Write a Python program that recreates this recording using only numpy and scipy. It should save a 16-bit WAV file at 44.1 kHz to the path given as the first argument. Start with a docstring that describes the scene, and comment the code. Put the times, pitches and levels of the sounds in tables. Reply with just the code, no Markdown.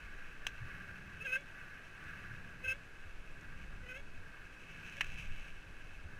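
"""Tyres crunch and drum in regular surges as a mountain bike rolls down packed dirt and dry leaves.
Crunch and leaf swish are dense random fractures, coloured by the hollow plastic case around the microphone.
The tread drum and the wind buffeting the case are low shaped noise, over a steady hiss.
A dragging brake squeals in short bursts: stacks of unsteady partials from pad and disc, with a noisy rasp.
Knocks are short chatter ringing through the case; thuds over roots are slow decaying swings."""
import sys
import numpy as np
from scipy import signal
from scipy.fft import rfft, irfft, next_fast_len
from scipy.io import wavfile
from scipy.ndimage import uniform_filter1d

SR = 44100
rng = np.random.default_rng(int(sys.argv[2]) if len(sys.argv) > 2 else 0)


def waveform_to_disk(signal):
    """Save audio, clipped to [-1, 1], as 16-bit WAV at the path in sys.argv[1]."""
    frames = np.transpose(np.atleast_2d(signal))
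    scaled = np.clip(frames, -1, 1) * 32767
    samples = np.round(scaled).astype(np.int16)
    wavfile.write(sys.argv[1], SR, samples)


N = 272979
TIME = np.arange(N) / SR  # seconds

# Smooth spectra of the noises, each scaled to its level afterwards: pitch_hz [Hz], relative level_db [dB]
HISS_COLOUR = [(100, 2), (300, 3), (500, 0), (800, -3.5), (1500, -2.5), (3000, -11), (5000, -17),
               (8000, -22), (11000, -26), (15000, -40)]
WIND_COLOUR = [(4, -10), (11, 9.5), (22, -4.5), (40, -7.5), (60, -13), (120, -24.5), (400, -52.5),
               (2000, -88)]
KNOCK_COLOUR = [(200, -7), (700, -8), (1200, -6.5), (2000, -2.5), (3100, -2), (3900, -5.5), (4600, -13),
                (6100, -5.5), (9000, -19.5), (15000, -21)]
DRUM_COLOUR = [(30, -24), (60, -5), (80, 2.5), (105, -0.5), (175, 1), (240, -13), (400, -18), (900, -41),
               (3000, -62.5)]
LEAF_COLOUR = [(300, -41), (900, -2.5), (1600, -14), (2300, 10), (3000, 4.5), (3600, -2.5), (4500, -10.5),
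               (6300, -9), (8000, -14.5), (11000, -22.5), (15000, -22)]
CRUNCH_COLOUR = [(200, -27), (600, -12), (950, -12.5), (1200, -4), (1500, 3.5), (2000, -5.5), (2700, -11.5),
                 (3400, -19), (4500, -23.5), (8000, -36.5), (15000, -34)]
# Resonances of the hollow case: pitch_hz [Hz], width_hz [Hz], lift_db [dB]
CASE = [(1164, 41, 9.5), (1636, 290, 12), (1947, 50, 7), (2199, 84, 9.5), (2595, 280, 13.5),
        (2970, 210, 5.5), (3996, 170, 7), (4900, 160, 3.5), (5570, 440, 4.5), (6280, 1000, 7),
        (7880, 110, 11), (9360, 300, 9.5), (10260, 640, 9), (13300, 300, 9), (13700, 370, 6.5)]

HISS_DB = -61.5
TOP_HZ = 15500

# Gusts on the case, over a steady breeze: centre_s [s], level_db [dB]
GUSTS = [(0.1, -49.5), (0.55, -48), (2.65, -51.5), (3.15, -48), (3.7, -43.5), (4.15, -50), (5.23, -42),
         (5.6, -52), (6.05, -50)]
BREEZE_DB, GUST_WIDTH_S = -54, 0.17

# Wheels thudding over roots: start_s [s], level_db [dB, before the trim], pitch_hz [Hz]
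THUDS = [(0.606, -34, 120), (.62, -37, 76), (2.3, -38.5, 116), (2.369, -41, 80), (2.664, -40, 79.2),
         (3.05, -42, 82.6), (3.805, -42.5, 85), (4.178, -41.5, 90), (5.301, -40.5, 85), (5.66, -43, 84),
         (6.039, -36, 78.7)]
THUD_TRIM_DB = -8

# Knocks and ticks of the bike: start_s [s], level_db [dB], ring_hz [Hz], rise_s [s], treble_db [dB]
KNOCKS = [(0.4668, -30, 2800, 0.0012, 1), (0.4705, -44.5, 6960, 0.0012, 0), (1.169, -61, 2600, .002, 0),
          (1.409, -63, 7000, .001, 0), (2.039, -65, 8890, .0006, 0), (3.411, -64, 7536, .001, 0),
          (4.967, -48, 2507, 0.0018, 0), (5.0433, -43, 2190, 0.0016, -1), (5.0078, -26, 1750, 0.002, -4.5),
          (5.0123, -31.5, 2600, 0.002, -4.5)]

# Partials of the slipping pad, as multiples of the slip rate:
# multiple, level_db [dB relative to -45, at a pad level of -45 dB], growth [dB per dB of pad level]
PAD_PARTIALS = [(1, -12.5, 0.28), (3, 1, 1.5), (4, -11, 0.34), (6, -17.5, 0.5), (7, -30, 1), (8, -45, -0.5)]
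# Partials of the ringing disc, as multiples of half its ringing note:
# multiple, level_db [dB relative to -45, at a ring level of -45 dB], growth [dB per dB of ring level]
DISC_PARTIALS = [(1, -21.5, 0.5), (2, 2.5, 1), (4, -32, 1.5), (5, -26, 1), (7, -33, 1), (8, -28.5, 1),
                 (10, -33, 0.5), (11, -32, 1)]
DISC_HZ = 2620  # the disc's own note
# Grabs of the brake pad: start_s [s], length_s [s], start slip rate start_hz [Hz],
# end slip rate end_hz [Hz], drive of the pad pad_db [dB], drive of the disc disc_db [dB]
GRABS = [(1.211, 0.026, 432.5, 442.3, -57.5, -45.5), (1.254, 0.016, 544.5, 526.5, -45.5, -49.5),
         (1.271, 0.043, 503, 510.4, -51, -45), (1.327, 0.041, 515.3, 525.5, -41.5, -39),
         (2.647, 0.021, 517.7, 521.3, -47.5, -43), (2.684, 0.047, 519.6, 524.3, -46, -37.5),
         (3.837, 0.005, 495, 496, -57.5, -68.5), (3.865, 0.0045, 491, 490, -54.5, -62),
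         (3.891, 0.037, 504.3, 504.6, -50.5, -52.5), (3.948, 0.0293, 508.5, 551, -51.5, -53.5),
         (3.989, 0.017, 555, 556, -57, -70), (4.976, 0.012, 549.5, 562, -55, -60)]
GRAB_ATTACK_S, GRAB_RELEASE_S = 0.0093, 0.006
DISC_QUIT_S = 0.0099  # the disc starts to die away this long before the pad lets go
PAD_FLARE_DB = 3  # the pad flares up as the disc dies away
RUB_DB, RUB_S = -8, 0.035  # light rubbing around a grab, and its fade time
# The slip rate climbs into a grab and on out of it, up to a top rate
GLIDE_IN_HZ_PER_S, GLIDE_OUT_HZ_PER_S, GLIDE_OUT_MAX_HZ = 350, 2650, 568

# Surges in order, levels before the trims: drum_db [dB], opening_crunch_db [dB], following_crunch_db [dB]
SURGES = [(-56, -54.5, -55.5), (-55.5, -51.5, -63.5), (-57.5, -59, -59.5), (-58, -57.5, -70),
          (-58, -60, -68)]
FIRST_SURGE_S, SURGE_PERIOD_S = 0.67, 1.35
DRUM_ATTACK_S, DRUM_HOLD_S, DRUM_RELEASE_S = 0.027, 0.54, 0.1
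DRUM_REST_DB, DRUM_TRIM_DB = -63.5, -1.15
CRUNCH_LAG_S, CRUNCH_ATTACK_S, CRUNCH_HOLD_S, CRUNCH_RELEASE_S = 0.05, 0.1, 0.06, 0.38
FOLLOW_LAG_S, FOLLOW_WIDTH_S = 1.0, 0.16
# Rolling crunch beneath the surges: time_s [s], level_db [dB, before the trim]
ROLLING = [(0, -56.5), (0.4, -57), (1.2, -60), (2.9, -64), (4.1, -65.5), (5.3, -60.5), (6.19, -65)]
CRUNCH_TRIM_DB, LEAF_TRIM_DB = 2.0, 1.46
# A thin cover of leaves that slowly gets thinner, level before the trim
COVER_DB, COVER_DB_PER_S = -64, -0.71
# Drifts of deep leaves: start_s [s], length_s [s], level_db [dB, before the trim]
DRIFTS = [(4.719, 0.088, -58), (4.901, 0.32, -55.5), (5.418, 0.045, -57.5), (5.915, 0.028, -63.5)]
DRIFT_ATTACK_S, DRIFT_RELEASE_S = 0.15, 0.13


def undb(db):
    """Decibels to gain."""
    return 10 ** (np.asarray(db) / 20)


def unit(x):
    """Scale to an rms of 1."""
    return x / np.sqrt(np.mean(x ** 2))


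def add(out, s, sound):
    """Mix a sound in at time s."""
    i = int(s * SR)
    out[i:i + len(sound)] += sound[:N - i]


def walk(rate):
    """Random levels held 1 / rate s, smoothed twice and scaled to an rms of 1."""
    hold = max(int(SR / rate), 1)
    steps = np.repeat(rng.standard_normal(N // hold + 1), hold)
    return unit(uniform_filter1d(uniform_filter1d(steps, hold), hold)[:N])


def swell(start, attack, hold, release):
    """Gain that grows exponentially until the start time, holds and dies away."""
    before = np.maximum(start - TIME, 0)
    after = np.maximum(TIME - start - hold, 0)
    return np.exp(-before / attack - after / release)


def bump(centre, width):
    """Bell-shaped gain around a centre time."""
    return np.exp(-0.5 * ((TIME - centre) / width) ** 2)


def colour(x, spectrum, resonances=()):
    """Causal minimum-phase filter from a smooth spectrum with resonant humps on it."""
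    size = next_fast_len(len(x) + 4096, True)
    f = np.maximum(np.fft.rfftfreq(size, 1 / SR), 1)
    hz, db = np.transpose(spectrum)
    gain_db = np.interp(np.log(f), np.log(hz), db)
    for centre, width, lift in resonances:
        gain_db = gain_db + lift / (1 + (2 * (f - centre) / width) ** 2)
    # folding the cepstrum forward in time makes the filter causal
    cepstrum = irfft(np.log(undb(gain_db)), size)
    cepstrum[1:size // 2] *= 2
    cepstrum[size // 2 + 1:] = 0
    return irfft(rfft(x, size) * np.exp(rfft(cepstrum)), size)[:len(x)]


def noise(spectrum, resonances=()):
    """Coloured steady noise with an rms of 1."""
    return unit(colour(rng.standard_normal(N), spectrum, resonances))


def hiss():
    """A smooth steady noise lies under everything."""
    return undb(HISS_DB) * noise(HISS_COLOUR)


def wind():
    """Gusts add their power to a steady breeze of low noise pushing on the case."""
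    gusts = sum((undb(db) * bump(s, GUST_WIDTH_S)) ** 2 for s, db in GUSTS)
    return noise(WIND_COLOUR) * np.sqrt(undb(BREEZE_DB) ** 2 + gusts)


def thuds(rise_s=0.014):
    """Each root sets tyre and frame swinging for a few slow cycles."""
    out, t = np.zeros(N), TIME[:SR // 4]
    envelope = t / rise_s * np.exp(1 - t / rise_s)
    for s, db, hz in THUDS:
        add(out, s, undb(db) * envelope * np.sin(2 * np.pi * hz * t))
    return undb(THUD_TRIM_DB) * out


def knocks(rattle_db=-17, rattle_s=0.015, treble_hz=3500):
    """Hard parts chatter for milliseconds, rattle on briefly and ring the case; softer contacts lose treble."""
    out, t = np.zeros(N), TIME[:SR // 16]
    case = [(f, width, 0.7 * lift) for f, width, lift in CASE]
    for s, db, hz, rise, treble_db in KNOCKS:
        impact = (t / rise * np.exp(1 - t / rise)) ** 2
        rattle = undb(rattle_db) * np.exp(-t / rattle_s)
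        chatter = rng.choice([-1., 1.], len(t)) * (impact + rattle)
        spectrum = [(f, gain_db + treble_db * (f > treble_hz)) for f, gain_db in KNOCK_COLOUR]
        ring = colour(chatter, spectrum, case + [(hz, 0.67 * hz, 12)])
        # the level is that of the whole energy packed into 3.3 ms
        add(out, s, undb(db) * ring / np.sqrt(np.sum(ring ** 2) / (0.0033 * SR)))
    return out


def grabs(ring_up_db=-13):
    """Slip rate, pad level and disc level; at every moment the strongest grab sets the pitch."""
    pads, discs, rates = [], [], []
    for s, length, start_hz, end_hz, pad_db, disc_db in GRABS:
        ringing = max(length - DISC_QUIT_S, 0)
        grip = swell(s, GRAB_ATTACK_S, length, GRAB_RELEASE_S)
        rub = undb(RUB_DB) * swell(s, RUB_S, length, RUB_S)
        flare = undb(PAD_FLARE_DB) * swell(s + ringing, GRAB_RELEASE_S, length - ringing, GRAB_RELEASE_S)
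        pads.append(undb(pad_db) * np.max([grip, rub, flare], axis=0))
        ring = swell(s, GRAB_ATTACK_S, ringing, GRAB_RELEASE_S)
        ring_up = undb(ring_up_db) * swell(s, RUB_S, ringing, GRAB_ATTACK_S)
        discs.append(undb(disc_db) * np.maximum(ring, ring_up))
        glide_in = GLIDE_IN_HZ_PER_S * np.clip(s - TIME, 0, 3 * RUB_S)
        glide_out = GLIDE_OUT_HZ_PER_S * np.maximum(TIME - s - length, 0)
        slip_hz = np.interp(TIME, [s, s + length], [start_hz, end_hz])
        rates.append(np.minimum(slip_hz + glide_out - glide_in, GLIDE_OUT_MAX_HZ))
    strongest = np.argmax(np.hypot(pads, discs), axis=0)
    hz = np.array(rates)[strongest, np.arange(N)]
    pad_db, disc_db = (20 * np.log10(np.max(gains, axis=0) + 1e-12) for gains in (pads, discs))
    return uniform_filter1d(hz, int(0.0047 * SR)), pad_db, disc_db


def partials(hz, level_db, table, jitter, flutter_db):
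    """Partials on one unsteady pitch, so the high ones are hoarse; each grows at its own rate with the drive."""
    phase = 2 * np.pi * np.cumsum(hz * (1 + jitter * walk(1500))) / SR
    drive_db = level_db + 45
    stack = np.zeros(N)
    for multiple, db, growth in table:
        tone = np.sin(round(multiple) * phase + rng.uniform(0, 2 * np.pi))
        stack += tone * undb(db + growth * drive_db + flutter_db * walk(300))
    return np.sqrt(2) * undb(-45) * stack


def brake(overtone_db=9, touch_db=-63):
    """The pad sticks and slips, the disc rings along and the rubbing rasps."""
    hz, pad_db, disc_db = grabs()
    # the brake fades out where the pad level falls below the touch level
    contact = uniform_filter1d(1 / (1 + undb(touch_db - pad_db) ** 2), int(0.016 * SR))
    # the disc locks on to the multiple of the slip rate nearest its own note, and also swings at half of that
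    half_ring_hz = hz * np.round(DISC_HZ / hz) / 2
    pad = partials(hz, pad_db, PAD_PARTIALS, jitter=0.016, flutter_db=1.73)
    disc = partials(half_ring_hz, disc_db, DISC_PARTIALS, jitter=0.0076, flutter_db=1.8)
    # the rasp wakes the high overtones of the disc at their own fixed pitches
    overtones = [(round(k) * DISC_HZ / 2, 170, overtone_db) for k, _, _ in DISC_PARTIALS[2:]]
    rasp = noise(LEAF_COLOUR, CASE + overtones)
    rubbing = np.hypot(undb(pad_db), undb(disc_db)) ** 0.77
    return contact * (pad + disc + undb(-20) * rubbing * rasp)


def surges():
    """Gains of drum and crunch: each surge drums, opens with a crunch burst and is followed by another."""
    rolling_db = np.interp(TIME, *np.transpose(ROLLING))
    drum_power, crunch_power = undb(DRUM_REST_DB) ** 2, undb(rolling_db) ** 2
    for k, (drum_db, opening_db, following_db) in enumerate(SURGES):
        s = FIRST_SURGE_S + k * SURGE_PERIOD_S
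        drum = undb(drum_db) * swell(s, DRUM_ATTACK_S, DRUM_HOLD_S, DRUM_RELEASE_S)
        burst = swell(s + CRUNCH_LAG_S, CRUNCH_ATTACK_S, CRUNCH_HOLD_S, CRUNCH_RELEASE_S)
        opening = undb(opening_db) * burst
        following = undb(following_db) * bump(s + FOLLOW_LAG_S, FOLLOW_WIDTH_S)
        drum_power = drum_power + drum ** 2
        crunch_power = crunch_power + opening ** 2 + following ** 2
    return np.sqrt(drum_power), np.sqrt(crunch_power)


def tread_drum(drumming):
    """The tread drums on hard ground: low noise that follows the surges."""
    return noise(DRUM_COLOUR) * drumming * undb(DRUM_TRIM_DB)


def crackle(rate, spread_db):
    """Dense tiny fractures of very unequal size, rate per second on average."""
    hit = rng.random(N) < rate / SR
    size_db = spread_db * np.minimum(rng.exponential(size=N), 5)
    return unit(hit * rng.choice([-1, 1], N) * undb(size_db))


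def tyres(crunch):
    """Knobs crush grit and leaves in uneven clumps; deeper leaves add a brighter swish."""
    drift_power = sum((undb(db) * swell(s, DRIFT_ATTACK_S, length, DRIFT_RELEASE_S)) ** 2
                      for s, length, db in DRIFTS)
    leaves = np.hypot(undb(COVER_DB + COVER_DB_PER_S * TIME), np.sqrt(drift_power))
    grit_clumps = crackle(rate=5000, spread_db=2.0) * undb(0.77 * walk(60))
    leaf_clumps = crackle(rate=7000, spread_db=4.0) * undb(1.6 * walk(45))
    grit = unit(colour(grit_clumps, CRUNCH_COLOUR, CASE))
    swish = unit(colour(leaf_clumps, LEAF_COLOUR, CASE))
    return grit * crunch * undb(CRUNCH_TRIM_DB) + swish * leaves * undb(LEAF_TRIM_DB)


def scene():
    """Everything reaches one microphone inside the case."""
    drumming, crunch = surges()
    background = hiss() + wind()
    bike = thuds() + knocks() + brake()
    return (background + bike + tread_drum(drumming) + tyres(crunch))[None]


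def record(dry):
    """A steep low-pass cuts the top."""
    return signal.sosfilt(signal.ellip(8, .2, 70, TOP_HZ, fs=SR, output="sos"), dry)


dry = scene()
out = record(dry)
waveform_to_disk(out)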